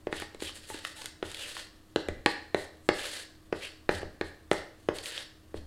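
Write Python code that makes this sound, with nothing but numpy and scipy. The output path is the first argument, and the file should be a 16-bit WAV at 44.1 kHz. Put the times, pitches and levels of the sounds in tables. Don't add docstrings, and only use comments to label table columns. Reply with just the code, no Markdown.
import sys
import numpy as np
from scipy import signal
from scipy.fft import rfft, irfft
from scipy.io import wavfile

SR = 44100
rng = np.random.default_rng(int(sys.argv[2]) if len(sys.argv) > 2 else 0)


def dump_mix(stems):
    frames = np.atleast_2d(stems).T
    limited = np.clip(frames, -1, 1)
    pcm = np.round(limited * 32767).astype(np.int16)
    wavfile.write(sys.argv[1], SR, pcm)


N = 249650
TIME = np.arange(N) / SR


def from_db(db):
    return 10 ** (np.asarray(db) / 20)


def rms_one(x):
    return x / np.sqrt(np.mean(x ** 2) + 1e-20)


def at_hz(points, hz):
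    points_hz, values = np.transpose(points)
    return np.interp(np.log(hz + 1e-9), np.log(points_hz), values)


def coloured(x, spectrum):
    gain = from_db(at_hz(spectrum, np.fft.rfftfreq(N, 1 / SR)))
    return rms_one(irfft(rfft(x) * gain, N))


def band(x, low_hz, high_hz, order=2):
    return signal.sosfilt(signal.butter(order, [low_hz, high_hz], "band", fs=SR, output="sos"), x)


def slow_noise(cutoff_hz, shape):
    return signal.sosfilt(signal.butter(2, cutoff_hz, fs=SR, output="sos"), rng.standard_normal(shape))


def add(out, start_s, sound):
    i = int(start_s * SR)
    out[i:i + len(sound)] += sound[:N - i]


def swell(start_s, rise_s, hold_s, fall_db_per_s):
    t = TIME - start_s
    return np.clip(t / rise_s, 0, 1) * from_db(-np.clip(fall_db_per_s * (t - hold_s), 0, 200))


# frequency in Hz, rms level in dB.
HUM_TONES = [(314, -64), (116, -72)]
# frequency in Hz, relative density in dB.
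AIR_SPECTRUM = [(26, -31.5), (45, 3.5), (60, -32), (321, -14), (566, -19.5), (706, -18), (818, -26.5),
                (1150, -20.5), (1440, -27), (1800, -25.5), (2080, -32.5), (4240, -35.5), (6440, -36),
                (14900, -39), (16000, -44)]


def background(air_db=-62.5):
    hum = sum(from_db(db) * np.sqrt(2) * np.sin(2 * np.pi * (hz * TIME + rng.random()))
              for hz, db in HUM_TONES)
    return hum + from_db(air_db) * coloured(rng.standard_normal(N), AIR_SPECTRUM)


def blow(x):
    return x / np.sqrt(np.sum(x[:SR // 125] ** 2) / (SR // 100))


def struck(modes, detune, pitch_ratio=0.96):
    t, out = TIME[:SR // 2], 0
    for hz, db, t60_s in modes:
        loaded_hz = hz * pitch_ratio * (1 + detune * rng.normal())
        envelope = from_db(db + 2 * rng.normal() - 60 * t / t60_s)
        out = out + envelope * np.sin(2 * np.pi * loaded_hz * t)
    return out


def burst(low_hz, high_hz, t60_s, snap):
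    t = TIME[:SR // 20]
    force = rng.standard_normal(len(t)) * from_db(-60 * t / t60_s)
    force[0] = snap
    return blow(band(force, low_hz, high_hz))


# nominal frequency in Hz, relative level in dB, T60 in seconds.
BASE_MODES = [(157.4, -3.5, 0.032), (366.3, -2, 0.03), (452, -2.5, 0.027), (550, -1.5, 0.016)]
WALL_MODES = [(701, -2.5, 0.037), (900, -3, 0.0076), (1054, -8.5, 0.013), (1510, -8.5, 0.0071),
              (1870, 4, 0.013), (2420, -6.5, 0.0062)]
BARE_WALL_MODES = [(490, -11, .14), (865, -3, .05), (985, -9, .045), (1165, -10, .05)]
SPOON_MODES = [(2420, -28, 0.024), (3140, 10, 0.023), (3450, 4.5, 0.0062), (4300, 9, 0.0064),
               (4410, -1.5, 0.0039)]
# start in seconds, relative levels of thud, clack, tick and crack in dB,
# thud pitch in Hz.
SPOON_HITS = [(0.0699, -28, -39.5, -58, -77, 435), (0.1268, -31.5, -33, -42, -54, 404),
              (0.2214, -40, -39, -56, -61, 407), (0.3467, -43, -51.5, -51, -59, 393),
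              (0.422, -33.5, -43, -43, -50, 357), (0.7008, -41.5, -46, -61, -54, 475),
              (0.744, -39.5, -43.5, -52, -53, 358), (1.0432, -51, -49, -48, -54, 544),
              (1.2269, -29.5, -35, -51, -72, 445), (1.96, -21, -27.5, -28, -48, 404),
              (2.0859, -28, -33.5, -69, -50.5, 447), (2.2606, -21, -20, -22, -39, 400),
              (2.5456, -21, -30, -32, -53, 460), (2.889, -17.5, -20.5, -28, -44, 437),
              (3.5261, -24.5, -30, -52, -68, 430), (3.8916, -20, -24, -38, -70, 448),
              (4.017, -43, -43.5, -72, -64, 504), (4.0299, -34, -46, -65, -72, 476),
              (4.2114, -27, -30.5, -36.5, -61, 413), (4.5141, -19, -24, -31.5, -44.5, 455),
              (4.5314, -35, -35.5, -53, -45, 393), (4.887, -21, -30, -65, -64, 436),
              (5.5424, -34, -50, -66, -68, 406)]


def knocks(thud_lag_s=0.00077, base_centre_hz=423, ring_db_per_db=1.83):
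    out = np.zeros(N)
    for start_s, thud_db, clack_db, tick_db, crack_db, thud_hz in SPOON_HITS:
        base = band(struck(BASE_MODES, detune=0.01, pitch_ratio=thud_hz / base_centre_hz), 260, 1400)
        wall = band(struck(WALL_MODES, detune=0.025), 500, 2600)
        spoon = band(struck(SPOON_MODES, detune=0.038), 3360, 4190, order=3)
        add(out, start_s + thud_lag_s, from_db(thud_db) * blow(base))
        add(out, start_s, -from_db(clack_db - 4) * blow(wall))
        add(out, start_s, -from_db(tick_db - 6) * blow(spoon))
        crack = from_db(crack_db) * burst(6600, 9760, t60_s=0.0066, snap=10.8)
        skid = from_db(clack_db - 4.5) * burst(1110, 2590, t60_s=0.018, snap=0)
        grit = from_db(tick_db - 14.5) * burst(1560, 4440, t60_s=0.026, snap=-7.5)
        add(out, start_s, crack + skid + grit)
        ring_db = clack_db + ring_db_per_db * (clack_db - thud_db)
        add(out, start_s, from_db(ring_db) * struck(BARE_WALL_MODES, detune=0.0044))
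    return out


# frequency in Hz, T60 in seconds.
ECHO_DECAY = [(80, 0.11), (400, 0.56), (800, 0.46), (1700, 0.49), (4000, 0.49), (8000, 0.45), (15000, 0.2)]
# frequency in Hz, gain in dB.
ECHO_SPECTRUM = [(60, 3), (130, -1), (250, -5.5), (350, -1.5), (480, -5.5), (700, 0.5), (1200, -0.5),
                 (1900, 4), (3000, -9), (4500, 7), (8000, -4.5), (15000, -14)]


def kitchen(x, first_echo_s=0.0031, build_s=0.0023):
    t, tail = TIME[:SR], 0
    onset = np.clip((t - first_echo_s) / build_s, 0, 1)
    edges_hz = np.geomspace(45, 17000, 18)
    for low_hz, high_hz in zip(edges_hz, edges_hz[1:]):
        centre_hz = np.sqrt(low_hz * high_hz)
        decay = from_db(-60 * t / at_hz(ECHO_DECAY, centre_hz))
        echoes = band(rng.standard_normal(SR), low_hz, high_hz, order=3) * decay * onset
        share = np.sqrt(2 * (high_hz - low_hz) / SR / np.sum(echoes ** 2))
        tail = tail + from_db(at_hz(ECHO_SPECTRUM, centre_hz)) * share * echoes
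    return signal.fftconvolve(x, tail)[:N]


def stroke(start_s, length_s, grab_s=0.037, arch_db=4, cling_db=-16.5):
    progress = np.clip((TIME - start_s) / length_s, 0, 1)
    arch = from_db(arch_db * (np.sin(np.pi * progress) - 1))
    peel = swell(start_s, grab_s, length_s, fall_db_per_s=336)
    cling = from_db(cling_db) * swell(start_s, grab_s, length_s, fall_db_per_s=77)
    return arch * np.maximum(peel, cling)


def strands(per_s, spread_db, hiss):
    sizes = from_db(spread_db * np.minimum(rng.exponential(1, N), 5)) * rng.choice([-1, 1], N)
    snapping = rng.random(N) < per_s / SR
    return rms_one(sizes * snapping) + hiss * rng.standard_normal(N)


# frequency in Hz, relative density in dB.
CRACKLE_SPECTRUM = [(800, -55), (3000, -22), (5000, -26), (6300, -4), (8000, 1.5), (10000, -1),
                    (12500, -13), (15500, -22)]
SMEAR_SPECTRUM = [(50, -22), (150, -21), (300, -7.5), (520, 6), (700, -3), (880, -5.5), (1150, -6.5),
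                  (1800, 5), (2200, -0.5), (3000, 5), (4400, 3), (5600, -8), (9000, -33), (15000, -51.5)]
TEARING_SPECTRUM = [(1500, -53), (5000, -2.5), (8000, -1), (10500, 9), (12500, 1), (15500, -10)]
# start and length in seconds, relative crackle and smear levels in dB.
DOUGH_STROKES = [(0.108, 0.13, -51, -44.5), (0.387, 0.1, -46, -44), (0.53, 0.049, -48, -48),
                 (0.587, 0.093, -58.5, -54), (0.657, 0.071, -45.5, -48), (0.715, 0.079, -52, -44.5),
                 (0.808, 0.11, -52, -47.5), (0.939, 0.14, -50, -48), (1.224, 0.17, -51.5, -46.5),
                 (1.308, 0.3, -48.5, -44.5), (1.524, 0.11, -51, -44.5), (1.966, 0.038, -58.5, -48),
                 (2.262, 0.059, -51, -51), (2.542, 0.099, -52.5, -48.5), (2.813, 0.072, -62.5, -69),
                 (2.923, 0.3, -45, -40.5), (3.528, 0.18, -58.5, -51), (3.598, 0.079, -50.5, -42.5),
                 (3.885, 0.1, -50.5, -44.5), (4.223, 0.068, -58.5, -53.5), (4.505, 0.028, -41.5, -42),
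                 (4.547, 0.042, -54, -46.5), (4.758, 0.16, -68.5, -67), (4.927, 0.065, -48, -45),
                 (5.014, 0.08, -44, -41), (5.087, 0.14, -50.5, -42), (5.534, 0.053, -58.5, -52.5)]


def dragging(clump_db=2, slip_hz=45, hard_pull_db=-46):
    crackle_gain, smear_gain = from_db(-76), from_db(-72)
    for start_s, length_s, crackle_db, smear_db in DOUGH_STROKES:
        contact = stroke(start_s, length_s)
        crackle_gain = np.maximum(crackle_gain, contact * from_db(crackle_db))
        smear_gain = np.maximum(smear_gain, contact * from_db(smear_db))
    clumps = from_db(clump_db * rms_one(slow_noise(slip_hz, N)))
    thick_snaps = from_db(-13.5) * strands(per_s=120, spread_db=7, hiss=0)
    snaps = clumps * strands(per_s=4500, spread_db=1.5, hiss=0.5) + thick_snaps
    fine_snaps = clumps * strands(per_s=3400, spread_db=2.5, hiss=0.34)
    crackle = from_db(-2.5) * coloured(snaps + fine_snaps, CRACKLE_SPECTRUM)
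    smear = from_db(-1) * coloured(snaps, SMEAR_SPECTRUM)
    pull = np.sqrt(np.minimum(crackle_gain / from_db(hard_pull_db), 2))
    finest_snaps = clumps * strands(per_s=2400, spread_db=4.5, hiss=0.3)
    tearing = from_db(-14) * pull * coloured(finest_snaps, TEARING_SPECTRUM)
    return crackle_gain * (crackle + tearing) + smear_gain * smear


# frequency in Hz, relative density in dB.
COUNTER_SPECTRUM = [(25, 0), (55, -20), (76, 5), (100, -4.5), (135, -11.5), (300, -13), (1200, -86)]
# start in seconds, rumble level in dB.
BOWL_JOLTS = [(0.12, -45), (2.085, -38.5), (3.89, -36.5), (4.02, -41.5), (5.54, -39.5)]


def rocking(push_db=-59, firm_thud_db=-19.5, firm_rumble_db=-45, rumble_db_per_db=0.25):
    knock_jolts = [(start_s, firm_rumble_db + rumble_db_per_db * (thud_db - firm_thud_db))
                   for start_s, thud_db, *_ in SPOON_HITS]
    gain = from_db(push_db)
    for start_s, db in knock_jolts + list(BOWL_JOLTS):
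        jolt = from_db(db) * swell(start_s, rise_s=0.0048, hold_s=0, fall_db_per_s=94)
        gain = np.maximum(gain, jolt)
    return gain * coloured(rng.standard_normal(N), COUNTER_SPECTRUM)


# start and end in seconds, start and end pitch in Hz, bandwidth in Hz, level in dB.
SQUELCH_GLIDES = [(0.151, 0.232, 3290, 2906, 1100, -46.5), (0.439, 0.516, 3640, 2900, 1060, -42.5),
                  (0.7, 0.727, 912, 845, 24.8, -42), (0.961, 1.013, 867, 873, 25, -52),
                  (1.352, 1.487, 3820, 2510, 855, -43.5), (2.968, 3.078, 3340, 2623, 1000, -46),
                  (3.605, 3.69, 2540, 2906, 870, -42.5), (5.094, 5.228, 2615, 3124, 1000, -51)]


def squelches():
    out = np.zeros(N)
    for start_s, end_s, from_hz, to_hz, width_hz, db in SQUELCH_GLIDES:
        n = int((end_s - start_s) * SR)
        flutter = rms_one(slow_noise(width_hz / 2, (2, SR))[:, -n:])
        phase = 2 * np.pi * np.cumsum(np.geomspace(from_hz, to_hz, n)) / SR
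        glide = flutter[0] * np.cos(phase) + flutter[1] * np.sin(phase)
        arch = np.sin(np.linspace(0, np.pi, n))
        add(out, start_s, from_db(db) * arch * glide)
    return out


# start in seconds, relative levels of the low, middle and top bands in dB.
AIR_POCKETS = [(0.2002, -44, -50, -44), (0.404, -53, -44, -66), (0.4728, -64, -44, -55),
               (0.4933, -45, -42, -61), (0.85, -32, -38, -46), (1.0189, -45, -42.5, -61),
               (1.0582, -42.5, -40.5, -37.5), (1.3159, -52, -45.5, -46.5), (1.346, -68, -38, -47),
               (1.5676, -37.5, -48, -69), (2.0886, -55, -52, -64), (3.0426, -44.5, -39, -57),
               (4.9853, -69, -37, -49.5), (5.058, -60, -37, -51), (5.112, -55, -44, -66),
               (5.1778, -44, -32.5, -63)]


def pops(gain_db=-2.5):
    out = np.zeros(N)
    for start_s, low_db, middle_db, top_db in AIR_POCKETS:
        smack = from_db(low_db) * burst(750, 2300, t60_s=0.011, snap=4)
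        smack += from_db(middle_db) * burst(2460, 4200, t60_s=0.012, snap=1.9)
        smack += from_db(top_db) * burst(6000, 10500, t60_s=0.006, snap=5)
        add(out, start_s, from_db(gain_db) * smack)
    return out


def scene(knock_send_db=-5.5, dough_send_db=-7):
    bowl = knocks()
    dough = dragging() + squelches() + pops()
    room = kitchen(from_db(knock_send_db) * bowl + from_db(dough_send_db) * dough)
    return (bowl + dough + room + rocking() + background())[None]


def record(dry):
    return signal.sosfilt(signal.ellip(10, 0.1, 70, 15850, fs=SR, output="sos"), dry)


dry = scene()
out = record(dry)
dump_mix(out)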